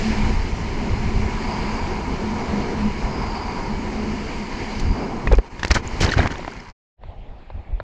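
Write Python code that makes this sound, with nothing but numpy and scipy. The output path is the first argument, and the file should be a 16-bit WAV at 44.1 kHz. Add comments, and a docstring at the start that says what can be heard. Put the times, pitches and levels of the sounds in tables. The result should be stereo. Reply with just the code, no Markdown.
"""Sea, then shore: a surfboard planes; bow spray is bubbly noise, wind is low turbulence plus a hum and whistles.
At 5.3 s the board plunges: slaps ring trapped air, sheets of water splutter as bubble swarms,
large bubbles ring with rising pitch and low surges thump on the diaphragm.
After a short silence a calm shore follows: light wind, far surf and a few dry ticks."""
import sys
import numpy as np
from scipy import signal
from scipy.fft import rfft, irfft, next_fast_len
from scipy.io import wavfile
from scipy.ndimage import uniform_filter1d, map_coordinates

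SR = 44100
rng = np.random.default_rng(int(sys.argv[2]) if len(sys.argv) > 2 else 0)


def digitize_waveform(pressure):
    """Quantize a signal to 16-bit integers and store it at the path in sys.argv[1].

    Rows of a 2-D input are taken as channels; values are limited to [-1, 1].
    """
    field = np.atleast_2d(pressure).T
    bounded = np.clip(field, -1, 1)
    quanta = np.round(bounded * 32767).astype(np.int16)
    wavfile.write(sys.argv[1], SR, quanta)


N = 345289

# Column side_db is left minus right; level_db is relative within a table.
RIDE_END_S, SHORE_START_S = 6.73, 6.965
PLUNGE_S, STALL_S = 5.27, 0.16  # plunge; fade of the ride's noise

# wind on the ports; the headwind eases as the board slows
HEADWIND_START_DB, EASE_DB_PER_S = -24, 1.64
BREEZE_DB = -35  # on the shore
# gusts: middle_s, length_s, level_db
GUSTS = [(.31, 0.35, -19.5), (.76, 0.26, -23), (1.15, 0.23, -21), (2.86, 0.2, -23), (3.22, 0.29, -27.5),
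         (4.88, 0.19, -18.5), (5.31, 0.091, -14), (7.09, 0.18, -29.5), (7.55, 0.11, -27),
         (7.79, 0.19, -25.5)]
# spectrum of wind rumble: freq_hz, density_db_per_hz
RUMBLE_SPECTRUM = [(8, -20), (20, 2), (42, -4.5), (85, -6.5), (130, -14.5), (200, -19), (400, -34),
                   (1000, -71.5)]
# hoots of air across a hollow of the housing: middle_s, length_s, level_db
HOOTS = [(.16, 0.34, -25), (.86, 0.18, -29), (1.15, 0.57, -31.5), (1.6, 0.44, -31.5), (2.32, 0.21, -27),
         (2.56, 0.09, -24.5), (2.83, 0.22, -26), (3.75, 0.12, -28), (4.05, 0.32, -28), (4.44, 0.11, -32.5),
         (4.7, 0.076, -27.5)]
HUM_HZ, HUM_FLOOR_DB = 212.9, -39  # hollow's mean pitch; level between hoots
# crosswinds that make the housing whistle: middle_s, length_s, level_db
CROSSWINDS = [(.25, 0.34, -35.5), (1.67, 0.82, -32), (2.55, 0.81, -35.5), (3.37, 0.74, -31.5),
              (4.98, 0.12, -41.5)]
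WHISTLE_FLOOR_DB = -37.5  # between crosswinds
# housing resonances in the airflow: centre_hz, nominal_width_hz, level_db, side_db
WHISTLE_MODES = [(786, 170, -6, 3.5), (950.6, 115, -0.5, 5.5), (1180, 540, -17, 17)]
# drifting hiss at a port edge: time_s, centre_hz, level_db
EDGE_HISS = [(1.2, 5000, -69), (1.48, 4824, -45), (1.83, 4720, -47.5), (2.1, 4660, -58), (2.95, 5050, -65),
             (3.13, 4980, -47.5), (3.37, 4720, -44), (3.62, 4660, -49.5), (3.75, 4645, -55.5),
             (4.7, 4690, -50.5), (5.0, 4860, -47), (5.15, 5050, -62)]

# bow wave, levels before trim: time_s, churn_db, spray_db
BOW_WAVE = [(0.0, -32.5, -30.5), (0.25, -34, -33.5), (0.34, -36, -35.5), (0.92, -33.5, -37.5),
            (1.66, -33.5, -35), (2.07, -34.5, -39), (2.57, -29.5, -36), (3.03, -35.5, -38.5),
            (3.19, -30, -38), (3.28, -35.5, -39), (3.86, -33, -39), (4.79, -36.5, -36),
            (4.84, -36.5, -39.5), (5.03, -28, -40), (5.1, -34.5, -42)]
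# spectrum of churning water: freq_hz, density_db_per_hz
CHURN_SPECTRUM = [(60, -22.5), (140, -2.5), (250, 1.5), (300, -3), (380, 0), (460, -4), (550, -11),
                  (750, -8.5), (1000, -14.5), (1400, -19), (3000, -49)]
# spectrum of spray: freq_hz, density_db_per_hz
SPRAY_SPECTRUM = [(500, -3.5), (1350, -9.5), (1700, -1), (1900, -2.5), (2200, 4), (2600, -3.5), (2950, -2),
                  (3350, -10.5), (3900, -11), (4230, -5), (4450, -8.5), (4750, -6), (5600, -11.5),
                  (7000, -13), (9000, -17), (12000, -26)]

# white water builds after the plunge, crests, drains; each layer scales these slopes
CREST_S, FLOW_BUILD_DB_PER_S, FLOW_DRAIN_DB_PER_S = 6.043, 17, 17.5
# rocking of the ports: level at the crest, slopes before and after
ROCK_CREST_DB, ROCK_BUILD_DB_PER_S, ROCK_DRAIN_DB_PER_S = -24.5, 23, 26.5
# housing colour of water running over it: freq_hz, gain_db
HOUSING_COLOUR = [(750, 1), (1250, -3), (1600, 1), (2200, 1), (2650, -4), (3000, 2.5), (3550, -5),
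                  (4200, 2)]
# drops and slaps on the housing: start_s, level_db, trapped_air_hz, decay_s, side_db
SLAPS = [(4.797, -21, 4300, 0.007, -3.5), (5.273, -9, 1100, 0.002, 6), (5.315, -11, 530, 0.013, 6.5),
         (5.324, -15, 4300, 0.0024, -2.5), (5.331, -6, 440, 0.0084, -4), (5.3325, -11, 2900, .001, 2),
         (5.352, -22, 5000, .0027, -0.5), (5.372, -25.5, 5000, 0.00233, 2.5),
         (5.385, -7.5, 423, 0.0047, 2.5), (5.385, -14.5, 2200, 0.0008, -6), (5.594, -22, 1800, 0.0067, 0),
         (5.6317, -6.5, 1800, 0.003, -1), (5.649, -0.5, 2170, 0.0014, -1.5),
         (5.659, -16, 5800, 0.0011, 2.5), (5.671, -19, 1770, 0.002, -9), (5.680, -14.5, 5000, 0.0021, -4.5),
         (6.010, -11.5, 400, .004, 0), (6.011, -15, 5200, 0.0036, 0), (6.180, -9.5, 1500, 0.0023, 6),
         (6.191, -8, 690, 0.0075, 4), (6.259, -5, 850, 0.0018, 3), (6.274, -12.5, 2200, 0.002, -4.5),
         (6.356, -13.5, 1090, 0.0016, 4), (6.393, -20, 600, 0.0036, 4), (6.428, -21, 1000, 0.0028, 5),
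         (6.448, -15, 885, 0.0015, 2), (6.478, -9, 800, 0.0021, 2.5)]
# sheets of water over the housing: start_s, length_s, level_db, centre_hz, gurgle_re_sheet_db, side_db
SHEETS = [(5.7025, 0.014, -12, 2030, -13, -2.5), (5.741, 0.014, -18, 4300, -16.5, -1),
          (5.748, .025, -16, 1470, -8, -2), (6.001, 0.052, -20.5, 4870, -9, 0.5),
          (6.02, 0.048, -19.5, 1560, -2, 0.5), (6.07, 0.034, -24.5, 1510, 1, 1),
          (6.111, .031, -24.5, 2960, 2, 0), (6.167, .042, -20, 1560, 2, 0.5), (6.21, .066, -23, 1255, 0, 2),
          (6.3, .027, -28, 1380, 1, 1.5)]
# large bubbles and drips close by: start_s, level_db, initial_pitch_hz, swell_s, side_db
BUBBLES = [(5.2725, -15, 1820, 0.0013, -10), (5.274, -25, 2430, .004, -9), (5.337, -29, 2380, 0.0044, -7.5),
           (5.875, -23.5, 6890, 0.0011, 0), (6.026, -18.5, 1920, 0.0018, -0.5),
           (6.091, -20.5, 3770, 0.0016, 8.5), (6.118, -14, 1737, 0.0025, -2.5),
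           (6.119, -20.5, 4230, 0.0017, -0.5), (6.136, -15, 1513, 0.0025, 13),
           (6.18, -23.5, 4160, .0015, -1), (6.195, -22.5, 3750, 0.0015, -2), (6.202, -20, 1603, .003, 4),
           (6.479, -23.5, 288, 0.0023, 1), (6.513, -39, 4700, 0.0014, 0), (6.52, -32.5, 1400, .002, 0),
           (6.600, -37, 5100, .0018, 0)]
# pressure surges of air and water on the diaphragm: centre_s, level_db, pitch_hz
THUMPS = [(.305, -15, 45), (3.049, -13.5, 45), (4.9, -12, 50.4), (5.333, -2, 44.6), (5.385, -4.5, 41.3),
          (5.653, -16, 75), (5.72, -9.5, 70), (6.014, -12.5, 120), (6.048, -8.5, 85), (6.171, -8, 92.5),
          (6.198, -7, 67), (7.744, -14.5, 41.4)]
# water films muffling the ports: middle_s, length_s, depth_db
FILMS = [(5.417, 0.053, 4), (5.493, 0.021, 8), (5.818, 0.029, 10.5), (6.144, 0.0143, 13), (6.288, .03, 4.5)]
FILM_CORNER_HZ = 900  # film damps the sound above this

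# dry ticks close to the microphone: start_s, level_db
TICKS = [(7.036, -29), (7.502, -27), (7.801, -18)]
# resonances of a tick: centre_hz, stage_width_hz, level_db
TICK_MODES = [(714, 980, 5.5), (3350, 1800, -18)]
# spectrum of far surf: freq_hz, density_db_per_hz
SURF_SPECTRUM = [(100, -1), (250, -2), (500, -2.5), (780, -0.5), (1100, -12), (1500, -16), (2450, -13.5),
                 (3100, -19), (4500, -29), (6000, -40.5)]

# left-right correlation of the ports: freq_hz, correlation
PORT_CORRELATION = [(220, 1), (450, 0.74), (1000, 0.69), (2200, 0.89), (3000, 0.25), (4500, 0.86),
                    (7000, 0.94), (12000, 0.45)]
# treble difference of the ports: freq_hz, side_db
PORT_BALANCE = [(2800, 0), (4500, -1), (7000, 0.5), (9000, 4), (12000, 11.5)]
# passed by the wet microphone membrane: freq_hz, gain_db
MEMBRANE = [(6500, 0), (7300, -2.5), (8000, -10), (8800, -12.5), (10000, -23.5), (11000, -24.5),
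            (12200, -17), (13500, -39.5)]
TOP_HZ = 15000


def amp(db):
    """Decibels to gain."""
    return 10 ** (np.asarray(db) / 20)


def unit(x):
    """Scale to rms 1."""
    return x / np.sqrt(np.mean(x ** 2) + 1e-20)


def along(points, freq_hz):
    """(freq_hz, value) points read on a log axis."""
    f, v = np.transpose(points)
    return np.interp(np.log(freq_hz + 1), np.log(f + 1), v)


def curves(rows):
    """One value per sample for each column after the time."""
    s, *cols = np.transpose(rows)
    return [np.interp(np.arange(N) / SR, s, c) for c in cols]


def wobble(rate_hz):
    """Smooth random curve, rate_hz knots a second."""
    knots = rng.standard_normal(int(N * rate_hz / SR) + 4)
    return map_coordinates(knots, [np.arange(N) * rate_hz / SR])


def filtered(x, response):
    """x times a response of frequency."""
    n = x.shape[-1]
    m = next_fast_len(n + SR // 8)
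    return irfft(rfft(x, m) * response(np.fft.rfftfreq(m, 1 / SR)), m)[..., :n]


def resonance(f, centre_hz, width_hz):
    """Causal response of one resonance."""
    return 1j * f * width_hz / (centre_hz ** 2 - f ** 2 + 1j * f * width_hz)


def pan(side_db):
    """Left and right gains for a level difference."""
    return amp([[side_db / 2], [-side_db / 2]])


def ports(pair, response):
    """Colour two unrelated signals and blend them to the ports' correlation; rms 1."""
    def mid_side(f):
        turn = np.arccos(np.clip(along(PORT_CORRELATION, f), -1, 1)) / 2
        return response(f) * np.array([np.cos(turn), np.sin(turn)])
    mid, side = filtered(pair, mid_side)
    return unit(np.array([mid + side, mid - side]))


def turbulence(patchy_db):
    """Two noises whose level drifts in shared patches of time and frequency."""
    z = signal.stft(rng.standard_normal((2, N)), nperseg=512)[2]
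    patches = uniform_filter1d(rng.standard_normal(z.shape[1:]), size=6, axis=0)
    patches = uniform_filter1d(patches, size=12, axis=1)
    noise = signal.istft(z * amp(patchy_db * unit(patches)), nperseg=512)[1]
    return unit(noise[:, :N])


def steady(x, window_s):
    """Noise with its slow chance swells evened out."""
    power = uniform_filter1d(np.mean(x ** 2, 0), int(window_s * SR))
    return x / np.sqrt(np.abs(power) + 1e-3)


def fizz(n, rate_hz, pitch_hz, cycles, spread_db):
    """Two swarms of tiny bubbles, each a damped sine of its own pitch and size."""
    count = int(rate_hz * n / SR) + 2
    t = np.arange(SR // 200) / SR
    out = []
    for _ in range(2):
        start = rng.integers(0, n, count)
        size = amp(spread_db * np.minimum(rng.exponential(size=count), np.pi))
        pitches_hz = pitch_hz * np.exp(0.62 * rng.standard_normal((count, 1)))
        phase = np.minimum(pitches_hz, SR / 4) * t  # in cycles
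        grains = size[:, None] * np.sin(2 * np.pi * phase) * np.exp(-phase / cycles) * (1 - t / t[-1])
        index = (start[:, None] + np.arange(len(t))).ravel()
        out.append(np.bincount(index, grains.ravel(), n)[:n])
    return unit(np.array(out))


def add(track, start_s, sound):
    """Mix a sound in at start_s."""
    part = track[:, round(start_s * SR):][:, :sound.shape[-1]]
    part += sound[..., :part.shape[1]]


def narrow(pitch_hz, rate_hz):
    """Breathy tone: a carrier whose strength and phase wander at rate_hz."""
    drift = wobble(rate_hz) + 1j * wobble(rate_hz)
    carrier = np.exp(2j * np.pi * np.cumsum(pitch_hz) / SR)
    return unit(np.real(drift / np.abs(drift) ** 0.18 * carrier))


def swells(rows, order=2):
    """Power sum of (middle_s, length_s, level_db) swells; a higher order has a flatter top."""
    t = np.arange(N) / SR
    return np.sqrt(sum((amp(db) * np.exp(-np.abs(2 * (t - s) / length) ** order)) ** 2
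                       for s, length, db in rows))


def planing():
    """1 while the board planes, falling to 0 as it plunges."""
    return np.clip(1 - (np.arange(N) / SR - PLUNGE_S) / STALL_S, 0, 1)


def white_water(churn_db, spray_db):
    """Water churns and breaks into spray: turbulent noise with a fizz of bubbles."""
    flutter = wobble(22.01)
    churn = ports(turbulence(patchy_db=1.5), lambda f: amp(along(CHURN_SPECTRUM, f)))
    fizzing = fizz(N, rate_hz=980, pitch_hz=3015, cycles=2.5, spread_db=1.0)
    foam = turbulence(patchy_db=1.1) + amp(-10.5) * fizzing
    spray = ports(foam, lambda f: amp(along(SPRAY_SPECTRUM, f)))
    churn = amp(churn_db + flutter) * pan(0.8) * churn
    return churn + amp(spray_db + 0.5 * flutter) * pan(-0.72) * spray


def bow_wave():
    """White water thrown up under the planing board."""
    churn_db, spray_db = curves(BOW_WAVE)
    return planing() * white_water(churn_db + 3.5, spray_db + 0.77)


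def rumble(lumpy_db):
    """Eddies beating on the ports: low turbulence of uneven level."""
    eddies = ports(turbulence(patchy_db=0.62), lambda f: amp(along(RUMBLE_SPECTRUM, f)))
    return unit(steady(eddies, 0.12) * amp(lumpy_db * wobble(28)))


def whistles():
    """Turbulence ringing the resonances of the housing."""
    def modes(f):
        return np.sqrt(sum(np.abs(amp(db) * pan(side_db) * resonance(f, hz, 1.4 * width) ** 2) ** 2
                           for hz, width, db, side_db in WHISTLE_MODES))
    return unit(filtered(ports(turbulence(patchy_db=0.93), np.ones_like), modes))


def wind():
    """Airflow on the planing board: buffeting eddies, hollow hum, housing whistles, port-edge hiss."""
    t = np.arange(N) / SR
    headwind = amp(HEADWIND_START_DB - EASE_DB_PER_S * t)
    buffet = np.hypot(headwind, swells(GUSTS)) * rumble(lumpy_db=2.9)
    hum_level = np.hypot(amp(HUM_FLOOR_DB), swells(HOOTS, order=4))
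    hum = hum_level * narrow(HUM_HZ + 3 * wobble(4.2), rate_hz=22)
    whistle_level = np.hypot(amp(WHISTLE_FLOOR_DB), swells(CROSSWINDS, order=4))
    whistle = whistle_level * whistles()
    edge_hz, edge_db = curves(EDGE_HISS)
    edge = amp(edge_db) * narrow(edge_hz + 150 * wobble(350), rate_hz=420)
    return planing() * (buffet + pan(1.4) * hum + whistle + pan(-1.5) * edge)


def slaps():
    """Each drop splats amid spatter, rings the air it traps and pushes the membrane."""
    out, t = np.zeros((2, N)), np.arange(SR // 16) / SR
    lead_s = 0.012  # spatter begins before the slap
    u = t / 0.0012
    push = (1 - u) * np.exp(-u) * (1 - np.exp(-t / 0.00015))
    for s, db, hz, decay_s, side_db in SLAPS:
        splat = ports(rng.standard_normal((2, len(t))),
                      lambda f: resonance(f, hz, 2.1 * hz) / (1 + (f / (3.6 * hz)) ** 3))
        pocket = np.sin(2 * np.pi * hz * t) * np.exp(-hz * t / 2.5)
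        strike = (1 - np.exp(-t / 0.00082)) * np.exp(-t / decay_s)
        slap = strike * (0.33 * splat + 1.35 * pocket) - 0.55 * push
        add(out, s, amp(db + 1.5) * pan(side_db) * slap)
        spatter = ports(fizz(len(t), rate_hz=1400, pitch_hz=hz, cycles=2, spread_db=-3),
                        lambda f: resonance(f, hz, 2 * hz))
        spatter_level = amp(db - 25) * np.exp(-np.abs(t - lead_s) / 0.0037)
        add(out, s - lead_s, pan(side_db) * spatter_level * spatter)
    return out


def sheets():
    """Water sweeps over the ports: spluttering bubbles and droplets, low gurgles, a trickling tail."""
    out = np.zeros((2, N))
    for s, length_s, db, hz, gurgle_db, side_db in SHEETS:
        t = np.arange(int((length_s + 0.04) * SR)) / SR
        n = len(t)
        swarm = fizz(n, rate_hz=1600, pitch_hz=hz, cycles=7, spread_db=3)
        swarm = swarm + 0.5 * rng.standard_normal((2, n))
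        droplets = fizz(n, rate_hz=500, pitch_hz=1.3 * hz, cycles=1, spread_db=2)

        def colour(f):
            body = amp(along(HOUSING_COLOUR, f)) * resonance(f, hz, 2.9 * hz)
            return body / (1 + (f / 10500) ** 3)
        crackle = steady(ports(swarm + droplets, colour), 0.006)
        gurgle = ports(fizz(n, rate_hz=740, pitch_hz=300, cycles=3.2, spread_db=4.0),
                       lambda f: resonance(f, 218, 300))
        splutter = amp(1.6 * map_coordinates(rng.standard_normal(64), [np.arange(n) * 190 / SR]))
        past_s = np.maximum(t - 0.96 * length_s, 0)
        tail = np.maximum(np.exp(-past_s / 0.0055), amp(-13) * np.exp(-past_s / 0.022))
        swell = np.minimum(t / 0.007, 1) ** 1.2 * tail
        water = crackle + amp(gurgle_db) * gurgle
        add(out, s, amp(db - 3) * pan(side_db) * swell * splutter * water)
    return out


def sheet_weight():
    """Each sheet leans on the ports and rumbles; the duller the sheet, the heavier."""
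    loads = [(s + length_s / 2, length_s, db - 9 * np.log2(hz / 1000))
             for s, length_s, db, hz, *_ in SHEETS]
    return amp(4.0) * swells(loads) * rumble(lumpy_db=-2.5)


def bubbles():
    """Large bubbles swell, ring with a trembling pitch that rises as they near the surface, and die."""
    out, t = np.zeros((2, N)), np.arange(SR // 20) / SR
    for s, db, hz, swell_s, side_db in BUBBLES:
        tremble = 0.07 * np.cumsum(rng.standard_normal(len(t)))
        envelope = (t / swell_s * np.exp(1 - t / swell_s)) ** 2
        ring = np.sin(2 * np.pi * hz * t * (1 + 2 * t) + tremble) * envelope
        add(out, s, amp(db) * pan(side_db) * ring)
    return out


def thumps():
    """Each surge swings the diaphragm once, with a smaller swing before and after."""
    out, t = np.zeros((2, N)), np.arange(-SR // 10, SR // 10) / SR
    for s, db, hz in THUMPS:
        swing = np.cos(2 * np.pi * hz * t) * np.exp(-(hz * t / 0.6) ** 2)
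        add(out, s + t[0], -amp(db) * swing)
    return out


def wash():
    """Plunged: white water swells round the housing, rings it, rocks the ports and patters in droplets."""
    t = np.arange(N) / SR - CREST_S
    flow_db = np.minimum(FLOW_BUILD_DB_PER_S * t, -FLOW_DRAIN_DB_PER_S * t)
    water = white_water(1.34 * flow_db - 30.5, 1.15 * flow_db - 35.0)
    ringing = amp(flow_db - 35.5) * whistles()
    rock_db = ROCK_CREST_DB + np.minimum(ROCK_BUILD_DB_PER_S * t, -ROCK_DRAIN_DB_PER_S * t)
    rocking = amp(rock_db) * rumble(lumpy_db=5.5)
    patter = ports(fizz(N, rate_hz=500, pitch_hz=2000, cycles=1.5, spread_db=3),
                   lambda f: amp(along(HOUSING_COLOUR, f)) * resonance(f, 2400, 6540))
    drops = (t > 0) * amp(1.04 * flow_db - 37) * patter  # only after the crest
    return (1 - planing()) * (water + ringing + rocking + drops)


def filmed(x):
    """Water films over the ports briefly damp the sound above FILM_CORNER_HZ."""
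    t = np.arange(N) / SR
    loss_db = sum(db * np.exp(-(2 * (t - s) / length_s) ** 2) for s, length_s, db in FILMS)
    low = filtered(x, lambda f: 1 / (1 + (f / FILM_CORNER_HZ) ** 2))
    return low + amp(-loss_db) * (x - low)


def ticks():
    """Each tick is a dry knock with a few milliseconds of scuffing, ringing two broad modes."""
    out, t = np.zeros((2, N)), np.arange(SR // 20) / SR
    for s, db in TICKS:
        contact = (t == 0) + 0.26 * rng.standard_normal(len(t)) * np.exp(-t / 0.0028)
        add(out, s, amp(db + 17) * contact)

    def modes(f):
        ring = sum(amp(db) * resonance(f, hz, width) ** 2 for hz, width, db in TICK_MODES)
        return ring / (1 + (f / 4400) ** 12)
    return filtered(out, modes)


def shore():
    """Light breeze, rumbling lower than the ride's wind, and small waves far away as patchy noise."""
    breeze = unit(filtered(rumble(lumpy_db=5.0), lambda f: 1 / (1 + (f / 105) ** 2)))
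    surf = ports(turbulence(patchy_db=2.5), lambda f: amp(along(SURF_SPECTRUM, f)))
    return np.hypot(amp(BREEZE_DB), swells(GUSTS)) * breeze + amp(-46.0) * surf.mean(0)


def scene():
    """The ride and the plunge, a moment of silence, then the shore."""
    t = np.arange(N) / SR
    at_sea = np.clip((RIDE_END_S - t) / 0.03, 0, 1) ** 2
    ashore = np.clip((t - SHORE_START_S) / 0.08, 0, 1) ** 2
    ride = at_sea * filmed(bow_wave() + wind() + wash())
    hits = slaps() + sheets() + sheet_weight() + bubbles() + thumps()
    return ride + hits + ticks() + ashore * shore()


def record(dry):
    """The loudest surges are rounded off; the membranes dull the top octave, the right one more."""
    rounded = dry / (1 + np.abs(dry / 0.93) ** 8) ** (1 / 8)

    def response(f):
        tilt_db = np.array([[1], [-1]]) * along(PORT_BALANCE, f) / 2
        return amp(along(MEMBRANE, f) + tilt_db) * (f < TOP_HZ)
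    return filtered(rounded, response)


dry = scene()
out = record(dry)
digitize_waveform(out)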